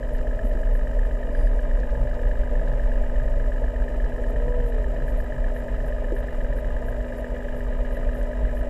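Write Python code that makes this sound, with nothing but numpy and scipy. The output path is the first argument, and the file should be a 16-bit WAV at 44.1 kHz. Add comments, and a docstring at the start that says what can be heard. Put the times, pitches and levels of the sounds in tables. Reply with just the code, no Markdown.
"""Boat engine heard under water

Close to a boat, the microphone in a camera housing hears a six-cylinder engine: each firing rings the hull,
loose parts rattle, and steady engine and gear tones throb. Flow buffets the housing at a low pitch, over wash
with random low swells, hiss, bubble clicks and gulps. Far whines, perhaps a whale's, glide up and down.
The camera's electronics add clock overtones, bursts of treble ticks and one faint rough squeal."""
import sys
import numpy as np
from scipy import signal
from scipy.fft import rfft, irfft, next_fast_len
from scipy.io import wavfile
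from scipy.ndimage import map_coordinates

SR = 44100
rng = np.random.default_rng(int(sys.argv[2]) if len(sys.argv) > 2 else 0)


def transcribe(signal):
    """Save signal, clipped to [-1, 1], as a 16-bit WAV file at the path in sys.argv[1]."""
    frames = np.atleast_2d(signal).T
    limited = np.clip(frames, -1, 1)
    pcm = np.round(limited * 32767).astype(np.int16)
    wavfile.write(sys.argv[1], SR, pcm)


def convert_level_to_amplitude(level_db):
    """Map a level in decibels to its linear amplitude factor."""
    exponent = np.asarray(level_db, float) / 20
    return 10 ** exponent


N = 383229

CYCLE_HZ = 8.313  # engine cycles a second
FIRST_FIRING = .25  # part of a cycle before the first cylinder fires
# drift of the engine's speed: (time [s], lag behind steady running [ms])
ENGINE_LAG = [(0.03, -0.3), (0.5, 1.6), (0.85, 1), (1.25, -2.5), (1.8, -0.5), (2.2, -2), (2.95, 1.5),
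              (3.85, 3), (4.35, 1), (4.7, 2), (5.1, 0.4), (6.0, 0.2), (6.55, 1.36), (7.2, -3), (7.65, -1),
              (8.25, 3.5), (8.6, 0.5)]
# how early each of the six cylinders fires: (lead [ms])
CYLINDER_LEAD = [0, 0, 0, 1, 2, 2]
# hull resonances: (pitch [Hz], width [Hz], delay [ms], then peak level from cylinders 1-6 [dB])
HULL_RESONANCES = [(600, 110, 1, -40, -40, -38, -35, -35, -28.5),
                   (570, 110, 6, -35, -36, -44, -42, -40, -42),
                   (900, 190, .5, -52, -47, -48, -47, -45, -47),
                   (1265, 140, 2.5, -52, -53, -52, -45, -62, -64),
                   (1660, 220, 1, -46, -54, -41, -43, -52, -56),
                   (1735, 260, 0, -33, -46, -40, -40, -46, -49),
                   (2390, 240, -.5, -57, -70, -61, -62, -56, -68),
                   (2920, 300, 0, -60, -58, -56, -58, -55, -64),
                   (2980, 300, 5, -53, -68, -64, -62, -70, -70),
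                   (3840, 200, 0, -70, -70, -69, -67, -65, -74),
                   (3860, 200, 6, -65, -80, -78, -72, -80, -80),
                   (7300, 600, -3, -67, -71, -69, -70, -62, -69)]
# engine and gear tones: (multiple of the cycle, level [dB rms])
THROB_TONES = [(6, -32.5), (9, -52.5), (63, -50), (72, -47)]
# colour of the loose parts' rattle: (frequency [Hz], relative density [dB per Hz])
RATTLE_COLOUR = [(1060, -43), (1130, -16.5), (1300, -11), (1385, -14), (1660, -4), (1950, -2.5),
                 (2190, -20), (2300, -13.5), (2480, -15.5), (2590, -18), (2900, -15.5), (3500, -26.5),
                 (3840, -26), (4200, -30.5), (4600, -50)]
# echoes cancel the engine here: (frequency [Hz], width [Hz], depth [0-1])
ECHO_NOTCHES = [(1380, 26, 0.26), (2593, 38, 0.73)]
# the camera rides the swell: period [s], lowest moment [s], share the knocks shift in pitch
SWELL_S, SWELL_LOW_S, SWELL_SHIFT = 4.76, 2.2, 0.012
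# slow levels: (time [s], wash [dB rms], rattle [dB rms], trim of the hum [dB])
SLOW_LEVELS = [(0, -38, -54, -0.5), (2, -36, -51.5, 0), (4, -37, -52, 0.5), (6, -37, -51, 0.5),
               (8.7, -37.5, -50.5, 2.5)]

# strength of the flow past the housing, before trims: (time [s], level [dB])
FLOW_STRENGTH = [(0.0, -26.5), (0.51, -21.5), (1.02, -20), (1.53, -21), (2.04, -18.5), (2.55, -21.5),
                 (3.06, -21.5), (3.57, -20), (4.08, -24), (4.6, -22), (5.11, -21), (5.62, -25.5),
                 (6.13, -24), (6.64, -25.5), (7.15, -30), (7.66, -26.0), (8.17, -26), (8.68, -22)]
# the housing rocks in its mount: (frequency [Hz], relative density [dB per Hz])
ROCKING_COLOUR = [(20, -19), (26, -11), (30, -1), (33, -1), (36, -2.5), (41, -9.5), (47, -20.5)]
STEADINESS = 0.38  # 0 = swings as free as noise, 1 = constant swing
# colours of the low sway, the wash and the hiss: (frequency [Hz], relative density [dB per Hz])
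SWAY_COLOUR = [(3, -17), (8, -14.5), (13, 4), (17, -5), (21, -17), (45, -0.5), (58, -6), (68, -24)]
WASH_COLOUR = [(55, 8), (70, -1), (115, 0.5), (150, -3.5), (178, -12.5), (205, -6.5), (290, -9), (370, -13),
               (420, -9.5), (490, -1), (545, -8), (600, -4.5), (650, -4), (800, -20.5), (850, -11),
               (950, -20), (1050, -17.5), (1130, -38.5), (1200, -60)]
HISS_COLOUR = [(3600, -32), (4300, -6.5), (4930, 0), (6460, -5), (7030, 1), (7360, 2), (8060, -3.5),
               (9440, -6.5), (13500, -7), (15500, -15)]
# loud bubble clicks: (time [s], peak level [dB], pitch [Hz])
LOUD_CLICKS = [(0.1835, -41, 4280), (0.5377, -44, 4000), (0.616, -42, 7120), (1.5633, -43, 7370),
               (1.8022, -40, 4800), (1.9066, -44, 4480), (2.0936, -46, 4140), (2.143, -42, 4290),
               (2.6688, -46, 4030), (2.6828, -43, 4100), (2.7275, -45, 4030), (3.8931, -45, 7210),
               (4.0457, -42, 4380), (4.2363, -41, 8330), (8.2301, -36, 7900), (8.6329, -42, 7420)]
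# gulps of air: (time [s], peak level of each bubble [dB], middle pitch [Hz], time to swell [s])
GULP_BUBBLES = [(.45, -36, 235, .008), (.55, -39, 330, .012), (3.96, -42, 310, .008),
                (6.124, -28, 335, .008), (6.124, -35, 480, .006), (6.141, -29, 395, .009)]
# random low swells of the wash, commonest midway: (start [s], end [s])
WASH_SWELLS = (1.5, 5.5)

# arched whines: (time of the top [s], top pitch [Hz], top level [dB rms], rise [s], fall [s])
WHINE_ARCHES = [(.4, 660, -43, .45, .15), (1.35, 290, -50, .5, .4), (4.52, 492, -32, .26, .36)]
# share of pitch and level lost one rise before or one fall after the top; level of the octave
WHINE_SAG, WHINE_FADE_DB, WHINE_OCTAVE_DB = .2, 14, -20

CLOCK_HZ = 81.92  # clock of the camera's electronics
# overtones of the clock, before the slow trim: (multiple of the clock, level [dB rms])
HUM_OVERTONES = [(3, -43), (4, -61), (5, -49), (6, -53), (7, -50.5), (8, -51), (10, -65), (11, -64),
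                 (12, -60), (14, -81), (15, -63), (30, -76)]
# bursts of ticks at the clock rate: (time [s], count of ticks)
TICK_BURSTS = [(.136, 2), (.166, 1), (.446, 5), (.735, 4), (1.06, 1), (4.295, 2), (4.663, 4), (5.076, 4),
               (5.174, 4), (5.242, 1), (5.552, 5), (5.863, 1), (5.879, 2), (6.153, 5), (6.563, 4),
               (6.864, 4), (7.172, 4), (7.566, 2), (7.596, 1), (7.923, 5), (8.148, 2), (8.179, 3),
               (8.555, 5)]
# pings that make up one tick: (pitch [Hz], middle peak level [dB])
TICK_PINGS = [(9400, -61.5), (10000, -59), (13000, -55), (9600, -57), (11570, -53.5), (13300, -61)]
# when each of those pings peaks within the tick: (offset [ms])
TICK_OFFSETS = [-6.5, -4, 0, 1, 1.7, 6]
# the squeal: (pitch [Hz], level [dB], level of its octave [dB])
SQUEAL_TONE = (4860, -69, -68)
# when it sounds: (start [s], end [s])
SQUEAL_TIMES = (1.348, 1.486)


def unit(x):
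    """Scale to rms 1."""
    return x / np.sqrt(np.mean(x ** 2) + 1e-20)


def curves(rows):
    """One value per sample for each column after the time."""
    s, *columns = np.transpose(rows)
    return [np.interp(np.arange(N) / SR, s, column) for column in columns]


def wobble(rate):
    """A smooth random curve, rate knots a second."""
    knots = rng.standard_normal(int(N * rate / SR) + 4)
    return map_coordinates(knots, [np.arange(N) * rate / SR])


def filtered(x, response):
    """x times a response of frequency."""
    m = next_fast_len(N + 8192)
    return irfft(rfft(x, m) * response(np.fft.rfftfreq(m, 1 / SR)), m)[:N]


def noise(spectrum):
    """Noise of rms 1 with a (Hz, dB) colour, drawn over log frequency."""
    f, db = np.transpose(spectrum)
    colour = lambda hz: convert_level_to_amplitude(np.interp(np.log(hz + 1), np.log(f + 1), db, -120, -120))
    return unit(filtered(rng.standard_normal(N), colour))


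def tone(hz):
    """A sine of rms 1 that follows a pitch curve, from a random phase."""
    cycles = np.cumsum(hz + np.zeros(N)) / SR + rng.random()
    return np.sqrt(2) * np.sin(2 * np.pi * cycles)


def pings(s, gain, hz, life):
    """Short tone bursts that swell and die, time constant life, peaking at s with random phase."""
    s, gain, hz, life = (np.ravel(v)[:, None] for v in np.broadcast_arrays(s, gain, hz, life))
    step = np.arange(int(12 * life.max() * SR))
    u = step / SR / life
    envelope = gain * (u / 2) ** 2 * np.exp(2 - u)  # reaches gain at two lives
    wave = envelope * np.sin(2 * np.pi * (hz * step / SR + rng.random(s.shape)))
    at = np.round((s - 2 * life) * SR).astype(int) + step
    inside = (at >= 0) & (at < N)
    return np.bincount(at[inside], wave[inside], N)


def engine():
    """Firings ring the hull and loose parts rattle, both notched by echoes; engine and gear tones throb."""
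    turn = CYCLE_HZ * (np.arange(N) / SR - curves(ENGINE_LAG)[0] / 1000)  # cycles run so far
    knocks = hull_knocks()
    throb = sum(np.sqrt(2) * convert_level_to_amplitude(db + 0.71 * wobble(3.3)) * np.sin(2 * np.pi * k * turn)
                for k, db in THROB_TONES)
    echoes = lambda f: np.prod([1 - depth * np.exp(-((f - hz) / width) ** 2)
                                for hz, width, depth in ECHO_NOTCHES], axis=0)
    return filtered(knocks + loose_parts(turn), echoes) + throb


def hull_knocks():
    """Each firing rings every hull resonance at its cylinder's strength; wider resonances die sooner."""
    steady = (np.arange(-6, 6 * int(N / SR * CYCLE_HZ + 1)) / 6 + FIRST_FIRING) / CYCLE_HZ
    fired = steady + np.interp(steady, *np.transpose(ENGINE_LAG)) / 1000
    lead = np.resize(CYLINDER_LEAD, len(fired))
    swell = 1 - SWELL_SHIFT * np.cos(2 * np.pi * (fired - SWELL_LOW_S) / SWELL_S)
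    knocks = np.zeros(N)
    for hz, width_hz, delay, *cylinder_db in HULL_RESONANCES:
        chance = rng.standard_normal((len(fired), 3))
        when = fired + (delay - lead + .35 * chance[:, 0]) / 1000
        strength = convert_level_to_amplitude(np.resize(cylinder_db, len(fired)) + .8 * chance[:, 1])
        pitch = hz * swell + .12 * width_hz * chance[:, 2]
        knocks += pings(when, strength, pitch, .33 / width_hz)
    return knocks


def loose_parts(turn):
    """Rattling noise that swells after a firing and lulls before the next."""
    shaken = np.sin(2 * np.pi * 6 * (turn - FIRST_FIRING))
    return convert_level_to_amplitude(curves(SLOW_LEVELS)[1] + 1.6 * shaken + 1.5 * wobble(60)) * noise(RATTLE_COLOUR)


def water():
    """Flow buffets the housing, over low sway, wash and its swells, grainy hiss, clicks and gulps of air."""
    flow_db, = curves(FLOW_STRENGTH)
    buffet = housing_buffet(flow_db)
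    sway = convert_level_to_amplitude(-29.0 + 0.79 * (flow_db + 21.0) + 2.1 * wobble(6)) * noise(SWAY_COLOUR)
    wash = convert_level_to_amplitude(curves(SLOW_LEVELS)[0] + 1.13 * wobble(30)) * noise(WASH_COLOUR)
    hiss = convert_level_to_amplitude(-66.5 + 1.7 * wobble(150)) * noise(HISS_COLOUR)
    return buffet + sway + wash + hiss + crackle() + gulps() + wash_swells(flow_db)


def housing_buffet(flow_db):
    """Flow rocks the housing in its mount: narrow low noise, its swings partly evened out."""
    rock = noise(ROCKING_COLOUR)
    swing = np.abs(signal.hilbert(rock, next_fast_len(N))[:N])
    return convert_level_to_amplitude(flow_db - 0.66) * unit(rock / (swing + .1) ** STEADINESS)


def wash_swells(flow_db):
    """Random low swells of the wash near 126 Hz, commonest midway through their span, louder in strong flow."""
    a, b, size, pitch = rng.random((12, 4)).T
    s = np.interp(a + b, (0, 2), WASH_SWELLS)
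    gain = convert_level_to_amplitude(flow_db[(s * SR).astype(int)] - 11.5 + 3.6 * (size - .5))
    return pings(s, gain, 125.7 * (1 + .3 * (pitch - .5)), 0.01516)


def gulps():
    """Each gulp is a cluster of bubbles of unlike size let go at once."""
    s, db, hz, swell_s = (c[:, None] for c in np.transpose(GULP_BUBBLES))
    chance = rng.standard_normal((len(GULP_BUBBLES), 2, 3))  # three bubbles to a row
    return pings(s + .002 * chance[:, 0], convert_level_to_amplitude(db), hz * np.exp(.05 * chance[:, 1]), swell_s / 2)


def crackle():
    """Tiny bubbles snap: a few loud broad clicks, some middling ones and a random sprinkle of faint ones."""
    at, size, pitch = rng.random((18, 3)).T
    middling = [at * N / SR, np.interp(size, (0, 1), (-54, -48)), np.interp(pitch ** 3, (0, 1), (4000, 7500))]
    s, db, hz = np.hstack([np.transpose(LOUD_CLICKS), middling])
    clicks = pings(s, convert_level_to_amplitude(db), hz, .3 / hz)  # about one cycle
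    chance = rng.random((250, 3))
    faint = convert_level_to_amplitude(-68 + 12 * chance[:, 1] ** 2)
    return clicks + pings(chance[:, 0] * N / SR, faint, 4500 + 5000 * chance[:, 2], .00008)


def whine():
    """Far tones with a weak octave glide up and back down, loudest at the top, like the moans of a whale."""
    out = np.zeros(N)
    for top_s, top_hz, db, rise, fall in WHINE_ARCHES:
        span = np.arange(max(0, int((top_s - 2 * rise) * SR)), int((top_s + 2 * fall) * SR))
        t = span / SR - top_s
        arch = (t / np.where(t < 0, rise, fall)) ** 2  # 0 at the top
        phase = 2 * np.pi * np.cumsum(top_hz * (1 - WHINE_SAG * arch ** .9)) / SR
        voice = np.sin(phase) + convert_level_to_amplitude(WHINE_OCTAVE_DB) * np.sin(2 * phase)
        out[span] += np.sqrt(2) * convert_level_to_amplitude(db - WHINE_FADE_DB * arch ** .7) * voice
    return out


def electronics():
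    """The camera's own noise: hum of overtones on a barely drifting clock, ticks and a squeal."""
    drift = CLOCK_HZ + 0.0296 * wobble(0.698)
    overtones = sum(convert_level_to_amplitude(db + 0.47 * wobble(2.67)) * tone(k * drift) for k, db in HUM_OVERTONES)
    hum = convert_level_to_amplitude(curves(SLOW_LEVELS)[2]) * overtones
    return hum + clock_ticks() + squeal()


def clock_ticks():
    """Bursts at the clock rate, each tick a spray of very short treble pings."""
    s = np.concatenate([start + np.arange(count) / CLOCK_HZ for start, count in TICK_BURSTS])[:, None]
    hz, db = np.transpose(TICK_PINGS)
    strength = convert_level_to_amplitude(db + 1.2 * rng.standard_normal((len(s), len(TICK_PINGS))))
    return pings(s + np.array(TICK_OFFSETS) / 1000, strength, hz, 0.00034)


def squeal():
    """A brief tone and its octave, made rough by quick wavering of pitch and level."""
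    (start, end), (hz, db, octave_db) = SQUEAL_TIMES, SQUEAL_TONE
    t = np.arange(N) / SR
    pitch = hz * (1 + .012 * wobble(250))
    rough = convert_level_to_amplitude(4 * wobble(400))
    tones = convert_level_to_amplitude(db) * tone(pitch) + convert_level_to_amplitude(octave_db) * tone(2 * pitch)
    return ((t > start) & (t < end)) * unit(rough) * tones


def scene():
    """All sources meet at one microphone."""
    return (engine() + water() + whine() + electronics())[None]


def roll_off(x):
    """The treble ends steeply here."""
    return signal.sosfilt(signal.butter(12, 15570, fs=SR, output="sos"), x)


def record(dry):
    """The camera keeps the microphone's mix at the level it arrives."""
    return roll_off(dry)


dry = scene()
out = record(dry)
transcribe(out)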